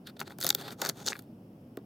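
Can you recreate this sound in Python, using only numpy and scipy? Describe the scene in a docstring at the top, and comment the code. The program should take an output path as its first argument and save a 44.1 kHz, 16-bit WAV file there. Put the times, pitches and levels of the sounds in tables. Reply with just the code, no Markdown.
"""A flat steel tool digs into a rotten door frame on a porch, close up, over a low outdoor rumble.
Light strokes rasp over soft fibres first; brittle ones snap, densest and loudest near 0.5 s.
More scraping brings bursts of cracks near 0.85 and 1.08 s, then loose chips knock on the sill.
After a lull, one last snap and two low knocks at 1.8 s.
Door and floor return a short slap throughout."""
import sys
import numpy as np
from scipy import signal
from scipy.fft import rfft, irfft
from scipy.io import wavfile

SR = 44100
rng = np.random.default_rng(int(sys.argv[2]) if len(sys.argv) > 2 else 0)


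def to_wav(s):
    """Save 16-bit WAV."""
    ch = np.atleast_2d(s).T  # columns
    pcm = np.round(np.clip(ch, -1, 1) * 32767)  # PCM
    wavfile.write(sys.argv[1], SR, pcm.astype(np.int16))


N = 81585

# wood registers thud, knock, crunch, rasp, fizz: f_low/Hz, f_high/Hz, ring/s, echo/dB, side/dB
WOOD_BANDS = [(122, 1004, 0.0019, -9.5, -25), (980, 2860, 0.00076, -18, -10.5),
              (2830, 5420, 0.00039, -24, -24.5), (4790, 8480, .0001, -25.5, -13.5),
              (8960, 26000, 0.0002, -22, -12)]
# frame and blade resonances: f/Hz, width/Hz, level/dB
BODY_MODES = [(143, 61, 5.5), (401, 101, 9), (640, 180, 4.5), (825.5, 110, 6), (1403, 192, 11.5),
              (1918, 370, 6), (2330, 460, 1), (3582, 420, 9.5), (4500, 526, 8.5), (5664, 520, 3),
              (6554, 700, 3), (8370, 910, -0.5), (10150, 3500, -4), (13960, 2100, 1.5), (15100, 1300, 0)]
# fibre snaps: t/s, 5 x register level/dB, tear/ms
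SNAPS = [(0.0698, -82, -40.5, -36.5, -64, -43, 3.9), (0.1937, -55, -50, -38.5, -63, -42, .33),
         (0.2009, -55, -44, -38, -57, -41, .43), (0.203, -43, -45, -43, -36.5, -34.5, 1),
         (0.2139, -39.5, -30, -46, -48, -46, 0.51), (.3211, -44, -50, -55, -73, -62, 0.49),
         (0.3859, -39, -44.5, -64, -48, -38.5, 0.21), (.403, -45, -44, -56, -44.5, -34, 2.5),
         (0.4116, -43, -37, -35.5, -32, -29.5, 1.8), (.4211, -50, -48, -39, -38, -38, .3),
         (0.4259, -47, -35.5, -26, -34.5, -32, 2.4), (0.4378, -38, -43.5, -39, -38, -26, 0.28),
         (0.4447, -23.5, -36.5, -27.5, -26, -23.5, 0.68), (0.4531, -38.5, -47.5, -42, -35, -33.5, 0.66),
         (0.4661, -31.5, -30, -30, -22.5, -18, 0.61), (0.4726, -41, -37, -39, -35.5, -33.5, .25),
         (.477, -38.5, -38, -33.5, -32, -34.5, .3), (0.4905, -36.5, -35, -28.5, -24.5, -19, 0.55),
         (0.5036, -32.5, -26, -15, -17.5, -18.5, 0.31), (0.5265, -41, -41, -38.5, -42.5, -46, 0.68),
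         (.549, -31, -34.5, -23, -29.5, -18.5, .15), (0.6784, -35, -33.5, -39, -57, -43, 5.2),
         (.706, -41, -41, -37.5, -56, -49, 1.3), (.8162, -34, -27.5, -31, -26, -28.5, 1.7),
         (0.819, -25.5, -30.5, -36, -32.5, -30, 0.81), (0.8237, -30, -35.5, -44, -44, -43, .5),
         (0.8427, -41.5, -35, -42, -49, -47, 0.7), (0.8494, -27.5, -31, -43, -28.5, -31, 1.2),
         (0.8596, -29.5, -30, -35, -27, -36, 1.8), (0.8685, -44, -49, -44, -32, -34, 0.45),
         (0.8901, -28.5, -38.5, -31, -24.5, -22.5, 2), (.8956, -36, -29, -25.5, -25, -29.5, 1),
         (1.0634, -60, -53, -35.5, -27, -35, 0.83), (1.0715, -39.5, -45, -46, -26.5, -37, .4),
         (1.0731, -46, -41, -30, -30, -41, 0.62), (1.079, -35.5, -30.5, -23, -33, -36.5, 0.45),
         (1.0839, -37, -49, -23, -25.5, -40, .5), (1.0856, -50, -47, -28.5, -24, -49, .18),
         (1.1655, -49, -48, -49, -61, -48.5, .52), (1.1905, -45, -44, -43.5, -52, -40.5, 2.1),
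         (1.2226, -70, -69, -67.5, -65, -52.5, 0.49), (1.7714, -42.5, -41, -53, -53.5, -43, .4)]
# blade strokes: t_start/s, t_end/s, rise/s, fall/s, 5 x register level/dB
BLADE_STROKES = [(0.068, .100, 0.016, 0.012, -65, -56.5, -53, -62, -62.5),
                 (0.171, 0.17, 0.0077, 0.0058, -49.5, -51.5, -47, -56, -63),
                 (0.2, 0.23, 0.0094, 0.0041, -47.5, -50.5, -52, -53.5, -58),
                 (0.278, 0.28, 0.024, 0.0088, -52, -50.5, -46.5, -53, -60),
                 (0.301, 0.32, 0.009, 0.024, -51, -56, -55, -60.5, -61.5),
                 (0.423, 0.48, 0.027, 0.021, -51, -52, -42, -46.5, -48),
                 (0.513, 0.507, 0.015, 0.0046, -42, -32, -38.5, -31, -46.5),
                 (0.587, .620, 0.022, 0.026, -46.5, -47.5, -44.5, -50.5, -53.5),
                 (0.644, 0.69, 0.033, 0.031, -48.5, -50.5, -47, -55.5, -60.5),
                 (0.719, 0.73, 0.025, 0.016, -46.5, -48.5, -49.5, -51, -53),
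                 (0.796, 0.82, 0.021, .010, -48, -55, -52, -53.5, -59),
                 (0.826, 0.9, 0.011, 0.012, -42.5, -43.5, -61, -46.5, -52),
                 (0.975, 1.031, 0.042, 0.0066, -49, -55, -53, -54.5, -61.5),
                 (1.067, 1.1115, 0.023, 0.023, -45, -46.5, -41, -39.5, -51.5),
                 (1.118, 1.173, 0.038, 0.096, -64, -66.5, -62, -65.5, -62.5)]
# chip landings: t/s, level/dB, f/Hz, decay/ms, click re modes/dB
CHIP_HITS = [(0.2136, -31, 1073, 1.3, -20), (0.3064, -41, 1480, 1.1, -11), (1.1215, -29, 1650, 1.6, -24),
             (1.1302, -27, 1878, 0.83, -10.5), (1.154, -38, 1770, 1.1, -22), (1.158, -38, 1660, 1.8, -16),
             (1.7745, -27.5, 439, 1.82, -33), (1.7885, -39, 342, 2.69, -24)]
# chip modes: frequency ratio, level/dB
CHIP_PARTIALS = [(.72, 0), (1, 5), (1.35, -0.5), (2.6, -9)]
# heavy breaks that ring the frame: t/s, level/dB
HEAVY_BREAKS = [(.215, -39), (.446, -39), (.505, -32.5)]
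# firm timber behind the rot: f/Hz, level/dB, t60/s
TIMBER_MODES = [(816, -0.5, .04), (1296, -12, 0.043), (2200, -3.5, 0.028)]
# stereo image, left over right: f/Hz, level/dB
LEFT_GAIN = [(650, -1), (950, 3.5), (1500, 4.5), (2600, -.5), (4800, -1), (5300, 6), (5900, 4.5),
             (6600, -2), (11000, 0)]
# stereo image, left minus right: f/Hz, phase/rad
LEFT_PHASE = [(300, 0), (900, .2), (1900, -.75), (3100, -.1), (10000, .1), (10700, -.9), (13000, -1.3)]
# outdoor spectrum: f/Hz, relative density/dB
RUMBLE_SPECTRUM = [(25, -25), (70, -14), (105, 2), (250, 4), (400, -7.5), (600, -11), (1000, -24),
                   (2000, -37), (2900, -34), (4000, -44), (5300, -37.5), (6500, -47), (9000, -45),
                   (12000, -40.5), (15000, -42)]
# outdoor stereo width: f/Hz, side re mid/dB
RUMBLE_WIDTH = [(30, -5), (100, -42.5), (300, -30.5), (700, -4.5), (2000, 0), (12000, -6.5)]

SWELL_S, SWELL_DB = 0.0018, -18.5  # brief faint noise swell leading into each snap
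FIRST_BREAK_DB, SNAP_RISE_S, FRACTURE_SPREAD_DB = 2.5, 0.0001, 2
GRAINS_PER_S, GRAIN_SPREAD_DB, GRAIN_CAP = 7400, 2.5, 5.1
RUB_DB, CHATTER_DB, CHATTER_HZ = -5.5, 2.5, 400
CONTACT_HZ = 4570  # soft wood dulls the click above this
PORCH_T60_S, PORCH_DELAY_S = 0.11, 0.004
RUMBLE_DB, CUTOFF_HZ = -50.5, 16400


def cracks(register, wood, ring_s, size=2048, lead=512):
    """Fibres break, then tear in an avalanche of tiny fractures; low registers last longer."""
    out, t = np.zeros(N), (np.arange(size) - lead) / SR
    after_s = np.maximum(t, 0)
    swell = from_db(SWELL_DB) * np.exp(-np.abs(t) / SWELL_S) * (t < ring_s)
    first_break = from_db(FIRST_BREAK_DB) * unit_hit(signal.unit_impulse(size, lead + int(ring_s * SR / 2)))
    attack = 1 - np.exp(-after_s / (SNAP_RISE_S + ring_s / 3))
    for at_s, *levels_db, tear_ms in SNAPS:
        noise, uneven = rng.standard_normal((2, size))
        fractures = noise * from_db(FRACTURE_SPREAD_DB * uneven)
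        envelope = attack * np.exp(-after_s / (tear_ms / 1000 + ring_s))
        avalanche = unit_hit(fractures * (envelope / envelope.max() + swell))
        brittle = np.exp(-tear_ms)  # slow tears lack a clean first break
        snap = unit_hit(signal.fftconvolve(brittle * first_break + avalanche, wood))
        add(out, at_s + t[0], from_db(levels_db[register]) * snap)
    return out


def scrape(register, wood, force):
    """Friction drives the wood; strokes swell, hold and fade, 20 dB per rise or fall time."""
    t, power = np.arange(N) / SR, 0
    for start_s, end_s, rise_s, fall_s, *levels_db in BLADE_STROKES:
        away = np.maximum(start_s - t, 0) / rise_s + np.maximum(t - end_s, 0) / fall_s
        power += from_db(levels_db[register] - 20 * np.minimum(away, 10)) ** 2
    return np.sqrt(power) * rms_one(signal.fftconvolve(force, wood)[:N])


def friction():
    """Crumbs break at random over smooth rubbing while the blade sticks and slips."""
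    sizes_db = GRAIN_SPREAD_DB * np.minimum(rng.exponential(1, N), GRAIN_CAP)
    signs = rng.choice([-1, 1], N)
    grains = rms_one(from_db(sizes_db) * signs * (rng.random(N) < GRAINS_PER_S / SR))
    rub = from_db(RUB_DB) * rng.standard_normal(N)
    return (grains + rub) * from_db(CHATTER_DB * drift(CHATTER_HZ))


def wood_response(size=2048):
    """Impulse response of frame and blade: resonators of alternating sign."""
    click, out = signal.unit_impulse(size), 0
    for k, (hz, width_hz, db) in enumerate(BODY_MODES):
        r = np.exp(-np.pi * width_hz / SR)
        mode = signal.lfilter([1, 0, -1], [1, -2 * r * np.cos(2 * np.pi * hz / SR), r * r], click)
        out += (-1) ** k * from_db(db) * (1 - r * r) / 2 * mode
    return out


def chips(size=2048):
    """Loose pieces land: a dull contact click and heavily damped modes."""
    out, t = np.zeros(N), np.arange(size) / SR
    lowpass = signal.butter(2, CONTACT_HZ, fs=SR, output="sos")
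    contact = unit_hit(signal.sosfilt(lowpass, band(wood_response(), low_hz=2490, high_hz=12000)))
    for at_s, db, hz, decay_ms, click_db in CHIP_HITS:
        modes = sum(from_db(mode_db) * np.sin(2 * np.pi * (hz * ratio * t + rng.random()))
                    for ratio, mode_db in CHIP_PARTIALS)
        envelope = np.exp(-1000 * t / decay_ms) * (1 - np.exp(-2 * hz * t)) ** 2
        add(out, at_s, from_db(db) * (unit_hit(modes * envelope) + from_db(click_db) * contact))
    return out


def frame_ring(size=4096):
    """Heavy breaks leave hollow modes ringing in the firm timber."""
    out, t = np.zeros(N), np.arange(size) / SR
    ring = sum(from_db(db - 60 * t / t60_s) * np.sin(2 * np.pi * hz * t) for hz, db, t60_s in TIMBER_MODES)
    for at_s, db in HEAVY_BREAKS:
        add(out, at_s, from_db(db) * ring)
    return out


def porch(x, size=12000):
    """Short diffuse slap from door and floor, different at each ear."""
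    t = np.arange(size) / SR
    mid, side = rng.standard_normal((2, size)) * from_db(-60 * t / PORCH_T60_S) * (t > PORCH_DELAY_S)
    tails = mid + side / 2, mid - side / 2
    return np.array([signal.fftconvolve(x, tail / np.linalg.norm(tail))[:N] for tail in tails])


def stereo_image(x):
    """Left/right level and phase by frequency."""
    tilt = from_db(at_bins(LEFT_GAIN) / 2) * np.exp(1j * at_bins(LEFT_PHASE) / 2)
    return irfft(rfft(x) * np.array([tilt, 1 / tilt]), N)


def outdoors():
    """Steady distant rumble with faint hiss."""
    mid, side = rfft(rng.standard_normal((2, N))) * from_db(at_bins(RUMBLE_SPECTRUM))
    side *= from_db(at_bins(RUMBLE_WIDTH))
    return from_db(RUMBLE_DB) * rms_one(irfft([mid + side, mid - side], N))


def from_db(db):
    """dB to gain."""
    return 10 ** (np.asarray(db) / 20)


def rms_one(x):
    """Scale to unit rms."""
    return x / np.sqrt(np.mean(x ** 2) + 1e-20)


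def unit_hit(x):
    """Scale to the energy of 1 ms at unit rms."""
    return x / np.sqrt(np.sum(x ** 2) * 1000 / SR + 1e-20)


def at_bins(points):
    """Spectrum table at every FFT bin, log-f interpolated."""
    hz, value = np.transpose(points)
    return np.interp(np.log(np.fft.rfftfreq(N, 1 / SR) + 1), np.log(hz), value)


def add(out, at_s, sound):
    """Mix in a short sound."""
    i = int(at_s * SR)
    out[i:i + len(sound)] += sound[:len(out) - i]


def drift(corner_hz):
    """Low-passed noise, unit rms."""
    r = np.exp(-2 * np.pi * corner_hz / SR)
    return rms_one(signal.lfilter([1], [1, -2 * r, r * r], rng.standard_normal(2 * N))[N:])


def band(x, low_hz, high_hz):
    """Band-pass."""
    edges_hz = [low_hz, min(high_hz, SR / 2 - 1000)]
    return signal.sosfilt(signal.butter(3, edges_hz, btype="band", fs=SR, output="sos"), x)


def scene():
    """Cracks, scraping, chips and frame ring with their echo, over the rumble."""
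    forces = friction(), friction()
    direct = chips() + frame_ring()
    echo = from_db(-19) * porch(direct)
    for register, (low_hz, high_hz, ring_s, echo_db, side_db) in enumerate(WOOD_BANDS):
        wood = band(wood_response(), low_hz, high_hz)
        # the break spreads across the wood, so the ears differ
        mid, side = (cracks(register, wood, ring_s) + scrape(register, wood, force) for force in forces)
        direct = direct + mid + from_db(side_db) * np.array([side, -side])
        echo += from_db(echo_db) * porch(mid)
    return stereo_image(direct + echo) + outdoors()


def record(dry):
    """Steep low-pass."""
    return signal.sosfilt(signal.ellip(10, .2, 80, CUTOFF_HZ, fs=SR, output="sos"), dry)


dry = scene()
out = record(dry)
to_wav(out)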